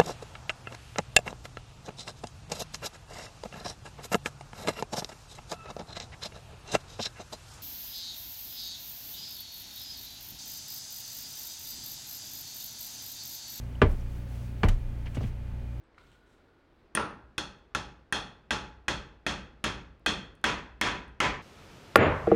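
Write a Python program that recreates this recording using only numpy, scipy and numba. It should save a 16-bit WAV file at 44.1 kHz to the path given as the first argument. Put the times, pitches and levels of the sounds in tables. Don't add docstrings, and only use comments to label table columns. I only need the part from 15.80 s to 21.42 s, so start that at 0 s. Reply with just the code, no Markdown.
import sys
import numpy as np
from scipy import signal
from scipy.fft import rfft, irfft, next_fast_len
from scipy.io import wavfile
from scipy.ndimage import uniform_filter1d, minimum_filter1d
from numba import njit

SR = 44100
rng = np.random.default_rng(int(sys.argv[2]) if len(sys.argv) > 2 else 0)


def file_out(sig):
    cols = np.atleast_2d(sig).T
    lim = np.clip(cols, -1, 1)
    pcm = np.round(lim * 32767).astype(np.int16)
    wavfile.write(sys.argv[1], SR, pcm)


def ratio_of_db(decibels):
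    return 10 ** (np.asarray(decibels, float) / 20)


N = 247842
TAIL = 2 ** 15
T = np.arange(TAIL) / SR
DELAY_S = 0.000964
BOUNCE_S, USUAL_DB = 0.05, -17


def fade(t60, size=TAIL):
    return np.exp(-np.log(1000) * T[:size] / t60)


def ring(modes, spread=0., size=TAIL // 4):
    out = np.zeros(size)
    for hz, db, t60 in modes:
        louder, sharper = spread * rng.standard_normal(2)
        sine = np.sin(2 * np.pi * hz * (1 + 0.0017 * sharper) * T[:size])
        out += ratio_of_db(db + louder) * sine * fade(t60, size)
    return out


def curve(table, x, column=1):
    table = np.array(table)
    return np.interp(np.log(x), np.log(table[:, 0]), table[:, column])


def coloured(size, spectrum):
    n = next_fast_len(size, True)
    hz = np.maximum(np.fft.rfftfreq(n, 1 / SR), 1)
    x = irfft(rfft(rng.standard_normal(n)) * ratio_of_db(curve(spectrum, hz)), n)[:size]
    return x / x.std()


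def add(bus, s, x):
    i = int(s * SR)
    bus[i:i + len(x)] += x[:N - i]


def walk(rate):
    k = int(SR / rate)
    steps = np.repeat(rng.standard_normal(N // k + 1), k)
    return 1.2 * uniform_filter1d(uniform_filter1d(steps, k), k)[:N]


# [t/s, level/dB, wood knock f/Hz, face ping level/dB against the blow, steel ring level/dB]
BLOWS = [(1.15, -25, 1582, 1.5, 8.5), (1.172, -17, 1376, -36, -9), (1.579, -23.5, 1540, -28, 11),
         (1.948, -22.5, 1333, -25, 4), (2.324, -18, 1558, -13, 11.5), (2.706, -17, 1607, -28.5, 6),
         (3.081, -18, 1633, -54, 7), (3.464, -17, 1850, -29, 7), (3.84, -17, 1385, -19, 4.5),
         (4.261, -14.5, 1607, -23.5, 12), (4.64, -10.5, 1705, -25.5, 4), (5.012, -8.5, 1773, -21, 5),
         (5.402, -8, 1352, -29, -1)]


def hammering():
    near, far = np.zeros(N), np.zeros((3, N))
    bounces = np.diff(np.array(BLOWS)[:, 0], prepend=0) < BOUNCE_S
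    for (s, db, knock_hz, ping_db, steel_db), bounce in zip(BLOWS, bounces):
        direct, wet = blow(db, knock_hz, ping_db, *colour(s, db, steel_db, bounce))
        add(near, s + DELAY_S, direct)
        blend = rng.standard_normal(len(far))
        for bus, share in zip(far, blend / np.linalg.norm(blend)):
            add(bus, s + DELAY_S, share * wet)
    return near, far


# [level/dB, gain as the joint closes/dB, share of the steel's ring]
WAKE = [(4.5, -5, -0.076), (-7, 10, -0.47), (5, -0.5, .3), (0.1, 1.2, 1), (2, -1, 0.11), (-4, 4, 0),
        (7, -8, 0), (0.5, 0, .05), (1, 0, -0.16), (-4, 7, 0.071), (-2, 2, .05)]


def colour(s, db, steel_db, bounce):
    since = s - BLOWS[0][0]
    closed = since / (BLOWS[-1][0] - BLOWS[0][0])
    harder = db - USUAL_DB
    head_db = -25 + 0.98 * steel_db + 9.5 * closed
    thud_db = -24.5 + 16 * closed + 10 * (since < BOUNCE_S) - db
    splinter_db = 3.5 + 0.02 * harder
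    tilt = -5.5 if bounce else 1.06 - 0.12 * harder + 0.0524 * steel_db
    boom_db = -14.5 - 15.5 * np.exp(-since / 0.71) - db
    wake_db = [base + gain * closed + share * steel_db for base, gain, share in WAKE]
    return head_db, thud_db, splinter_db, tilt, boom_db, wake_db


# [f/Hz, level/dB, t60/s]
HEAD_MODES = [(2525, -4, 0.025), (2740, -11, 0.045), (3206, 1.5, 0.12), (3350, -4.5, .04),
              (3320, -4.5, 0.049), (4360, -11, 0.026), (6650, -17, 0.012)]
# [f/Hz, level/dB, t60/s]
FACE_MODES = [(9200, 5.5, 0.015), (8570, -12, 0.028), (9500, -16.5, 0.012)]
# [f/Hz, level/dB, t60/s]
BATTEN_MODES = [(172, -13.5, .05), (219, 5.5, 0.031), (307, -2.5, 0.1), (452, 12, 0.0092), (620, -1, .03)]
# [f/Hz, level/dB, t60/s]
FLOOR_MODES = [(51.65, -7.5, .1), (63.6, -4, 0.66), (79, -4, 0.055), (111.4, -11.5, 0.18)]


def blow(db, knock_hz, ping_db, head_db, thud_db, splinter_db, tilt, boom_db, wake_db):
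    knock_modes = [(knock_hz, 0, 0.045), (knock_hz * 1.22, -4, 0.035), (knock_hz * 0.91, -6, 0.04)]
    knock = ring(knock_modes, spread=1.0)
    size = len(knock)
    shock = ratio_of_db(splinter_db) * jolt(tilt, boom_db, wake_db)
    grains = rng.standard_normal(size) * fade(0.035, size)
    crack = signal.fftconvolve(shock, grains)[:size]
    ping = ratio_of_db(ping_db + 4) * ring(FACE_MODES, spread=0.7)
    click = ratio_of_db(-25.5 + min(tilt + 2, 0)) * rng.standard_normal(size) * fade(0.006, size)
    head = ratio_of_db(head_db - 8) * ring(HEAD_MODES, spread=0.87)
    thud = ratio_of_db(thud_db - 18) * ring(BATTEN_MODES, spread=0.8)
    thud += ratio_of_db(boom_db - 24) * ring(FLOOR_MODES, spread=0.8)
    push = 1 - np.exp(-T[:size] / 0.0025)
    near = push * (knock + ratio_of_db(5) * thud) + ratio_of_db(-2.5) * crack + ping + click + ratio_of_db(3) * head
    far = ratio_of_db(-17.5) * knock + ratio_of_db(21) * shock + ratio_of_db(-11.5) * ping + head + thud
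    drive = ratio_of_db(db + 1)
    return drive * near, drive * far


# [f/Hz, level/dB per Hz]
CRACK = [(40, -12), (150, -5), (500, -8.5), (1000, -4), (1800, 1.5), (3000, -9), (4500, -20.5),
         (6700, -20.5), (9000, -32), (12000, -38.5), (16500, -51.5)]
# [f/Hz, half width/Hz]
PEAKS = [(1355, 70), (2200, 260), (2556, 99), (3424, 140), (5230, 190), (7600, 500), (9800, 230),
         (6260, 350), (1000, 160), (3030, 110), (12500, 1400)]
# [f/Hz, half width/Hz, share]
STEEL = [(1900, 260, 0.18), (3000, 120, -0.32), (4000, 78, -0.011), (4275, 110, 0.89), (4730, 86, -0.48),
         (6000, 39, 0.33), (6620, 110, 0.11), (8900, 600, 0.39)]


def jolt(tilt, boom_db, wake_db):
    hz = np.maximum(np.fft.rfftfreq(TAIL // 4, 1 / SR), 20)
    db = curve(CRACK, hz)
    db = db + boom_db * np.clip(np.log2(220 / hz), 0, 1)
    db = db + tilt * np.log2(np.maximum(hz / 1500, 1))
    bumps = [(f, width, lift_db) for (f, width), lift_db in zip(PEAKS, wake_db)]
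    bumps += [(f, width, share * wake_db[3]) for f, width, share in STEEL]
    for f, width, lift_db in bumps:
        db = db + lift_db * np.exp(-0.5 * ((hz - f) / width) ** 2)
    cepstrum = irfft(np.log(ratio_of_db(db)))
    cepstrum[1:TAIL // 8] *= 2
    cepstrum[TAIL // 8 + 1:] = 0
    pulse = irfft(np.exp(rfft(cepstrum)))
    return pulse / np.sqrt(np.sum(pulse ** 2))


# [t/s, level/dB, f/Hz]
NAIL = [
    (1.5, -45, 824),
    (2.35, -39, 843),
    (2.7, -34, 850),
    (3.1, -37.5, 843),
    (3.85, -43, 848),
    (4.25, -59, 980),
    (4.65, -34.5, 985),
    (5.4, -31, 1002),
]


def nail():
    out = np.zeros(N)
    at, level_db, pitch_hz = np.transpose(NAIL)
    beat = 1 + 0.9 * np.cos(2 * np.pi * 21 * T)
    for s, *_ in BLOWS:
        mode = (np.interp(s, at, pitch_hz), np.interp(s, at, level_db), 0.44)
        add(out, s + DELAY_S, beat * ring([mode], size=TAIL))
    return out


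# [t/s, level/dB, f/Hz, t60/s]
TICKS = [(.039, -69, 8000, 0.0037), (.146, -54, 2100, .008), (0.18, -42, 1330, 0.014),
         (.183, -43.5, 2200, 0.0055), (0.185, -50, 4000, 0.003), (.184, -66, 8000, .004),
         (.238, -58, 1450, 0.013), (.317, -51, 3000, 0.0045), (.318, -61, 8000, .004),
         (4.552, -62.5, 9000, 0.0038), (5.281, -64, 9000, 0.0034), (5.347, -72, 6000, 0.0041),
         (5.556, -64, 8400, 0.0023), (5.612, -66, 9000, 0.0025)]


def ticks():
    out = np.zeros(N)
    for s, db, hz, t60 in TICKS:
        add(out, s, ring([(hz, db, t60)], size=TAIL))
    return out


def chatter():
    band = coloured(TAIL, [(1280, -40), (1380, -4), (1480, 0), (1540, -40)])
    return ratio_of_db(-71) * band * fade(5) * np.minimum(1, T[::-1] / 0.12)


# [t/s, level/dB]
GRIT = [
    (1.788, -74),
    (4.196, -68.5),
    (4.553, -62.5),
    (4.615, -68),
    (5.281, -70),
]


def grit():
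    bright = [(3000, -26), (7000, 2), (12000, -4.5), (16500, -6.5)]
    out, shaken = np.zeros(N), np.zeros(N)
    for s, db in GRIT:
        add(out, s, ratio_of_db(db) * coloured(256, bright) * fade(0.005, 256))
    for s, *_ in BLOWS:
        add(shaken, s, fade(3) ** 2)
    return out + ratio_of_db(-92) * coloured(N, bright) * np.sqrt(shaken)


# [middle t/s, half length/s, cloth level/dB, hiss level/dB against cloth, floor groan level/dB]
RUSTLE = [
    (0.21, .025, -71, -16, -70),
    (.29, 0.07, -70.5, -9, -61),
    (0.53, 0.048, -77.5, -3.5, -71),
    (.5, .25, -78.5, -14, -68),
    (0.98, .09, -81, -22.5, -62.5),
]


def rustle():
    s, half, cloth_db, hiss_db, groan_db = np.transpose(RUSTLE)[..., None]
    size = int(1.3 * SR)
    swell = np.exp(-((np.arange(size) / SR - s) / half) ** 2)

    def level(db):
        return np.sqrt(np.sum(ratio_of_db(db) ** 2 * swell, axis=0))

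    low = coloured(size, [(500, -29), (1100, 2), (4000, 1.5), (7000, -28)])
    high = coloured(size, [(3000, -35), (5500, 0.5), (8300, -0.5), (11000, -11.5), (16000, -20.5)])
    groan = coloured(size, [(20, 6), (75, 4), (250, -8.5), (600, -45.5)])
    cloth = low * level(cloth_db) + high * level(cloth_db + hiss_db)
    grain = ratio_of_db(1.5 * walk(150)[:size])
    return cloth * grain + groan * level(groan_db)


# [f/Hz, t60/s, level/dB]
ROOM = [(50, 0.98, 2.5), (106.3, 0.88, -3.5), (280, 0.62, -1.5), (740, 0.5, 1.5), (1900, 0.49, -8.5),
        (5000, 0.37, 3), (9000, 0.31, -3), (13900, 0.26, -11.5)]


def walls():
    noise = rfft(rng.standard_normal(TAIL))
    f = np.fft.rfftfreq(TAIL, 1 / SR)
    early = 1 + ratio_of_db(-5) * fade(0.31)
    out = np.zeros(TAIL)
    for hz in 35 * 2 ** np.arange(0, 9, 1 / 3):
        share = np.clip(1 - 3 * abs(np.log2(f / hz + 1e-9)), 0, 1)
        rise = 1 - np.exp(-(T / (0.00073 + 2.4 / hz)) ** 2)
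        band = irfft(noise * share, TAIL) * rise * early * fade(curve(ROOM, hz))
        out += ratio_of_db(curve(ROOM, hz, column=2)) * band
    return out / np.sqrt(np.sum(out ** 2))


# [f/Hz, level/dB per Hz]
AIR = [(20, 5.5), (60, -5), (170, -17), (330, -9), (700, -18.5), (1500, -22), (3000, -32.5), (4800, -38),
       (6000, -45.5), (10000, -57.5), (16500, -71.5)]


def air():
    return ratio_of_db(-59.5) * coloured(N, AIR) * ratio_of_db(0.55 * walk(36))


def scene():
    near, far = hammering()
    shank, knocks = nail(), ticks()
    near += shank + knocks
    far[0] += ratio_of_db(-7) * shank + ratio_of_db(3) * knocks
    add(near, 0.19, chatter())
    add(near, 0, rustle())
    echo = sum(signal.fftconvolve(bus, walls())[:N] for bus in far)
    return (near + ratio_of_db(-5.5) * echo + grit() + air())[None]


@njit
def follow(x, release):
    e, y = 1e-9, np.empty(len(x))
    for i in range(len(x)):
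        e = max(x[i], e * release)
        y[i] = e
    return y


def band_limit(x):
    return signal.sosfilt(signal.butter(12, 16830, fs=SR, output="sos"), x)


def record(dry):
    limit_db, release_s, ratio, ceiling = -15, 0.035, 4.2, 0.19
    dry = signal.sosfilt(signal.butter(2, 45, "high", fs=SR, output="sos"), dry)
    ahead = -minimum_filter1d(-abs(dry[0]), size=45)
    peak = follow(ahead, np.exp(-1 / (release_s * SR)))
    gain = np.minimum(1, ratio_of_db(limit_db) / peak) ** (1 - 1 / ratio)
    held = dry * uniform_filter1d(gain, size=21)
    held = held / (1 + (held / ceiling) ** 6) ** (1 / 6)
    top = signal.ellip(8, 0.2, 70, 16000, fs=SR, output="sos")
    return band_limit(signal.sosfilt(top, held))


dry = scene()
out = record(dry)
file_out(out)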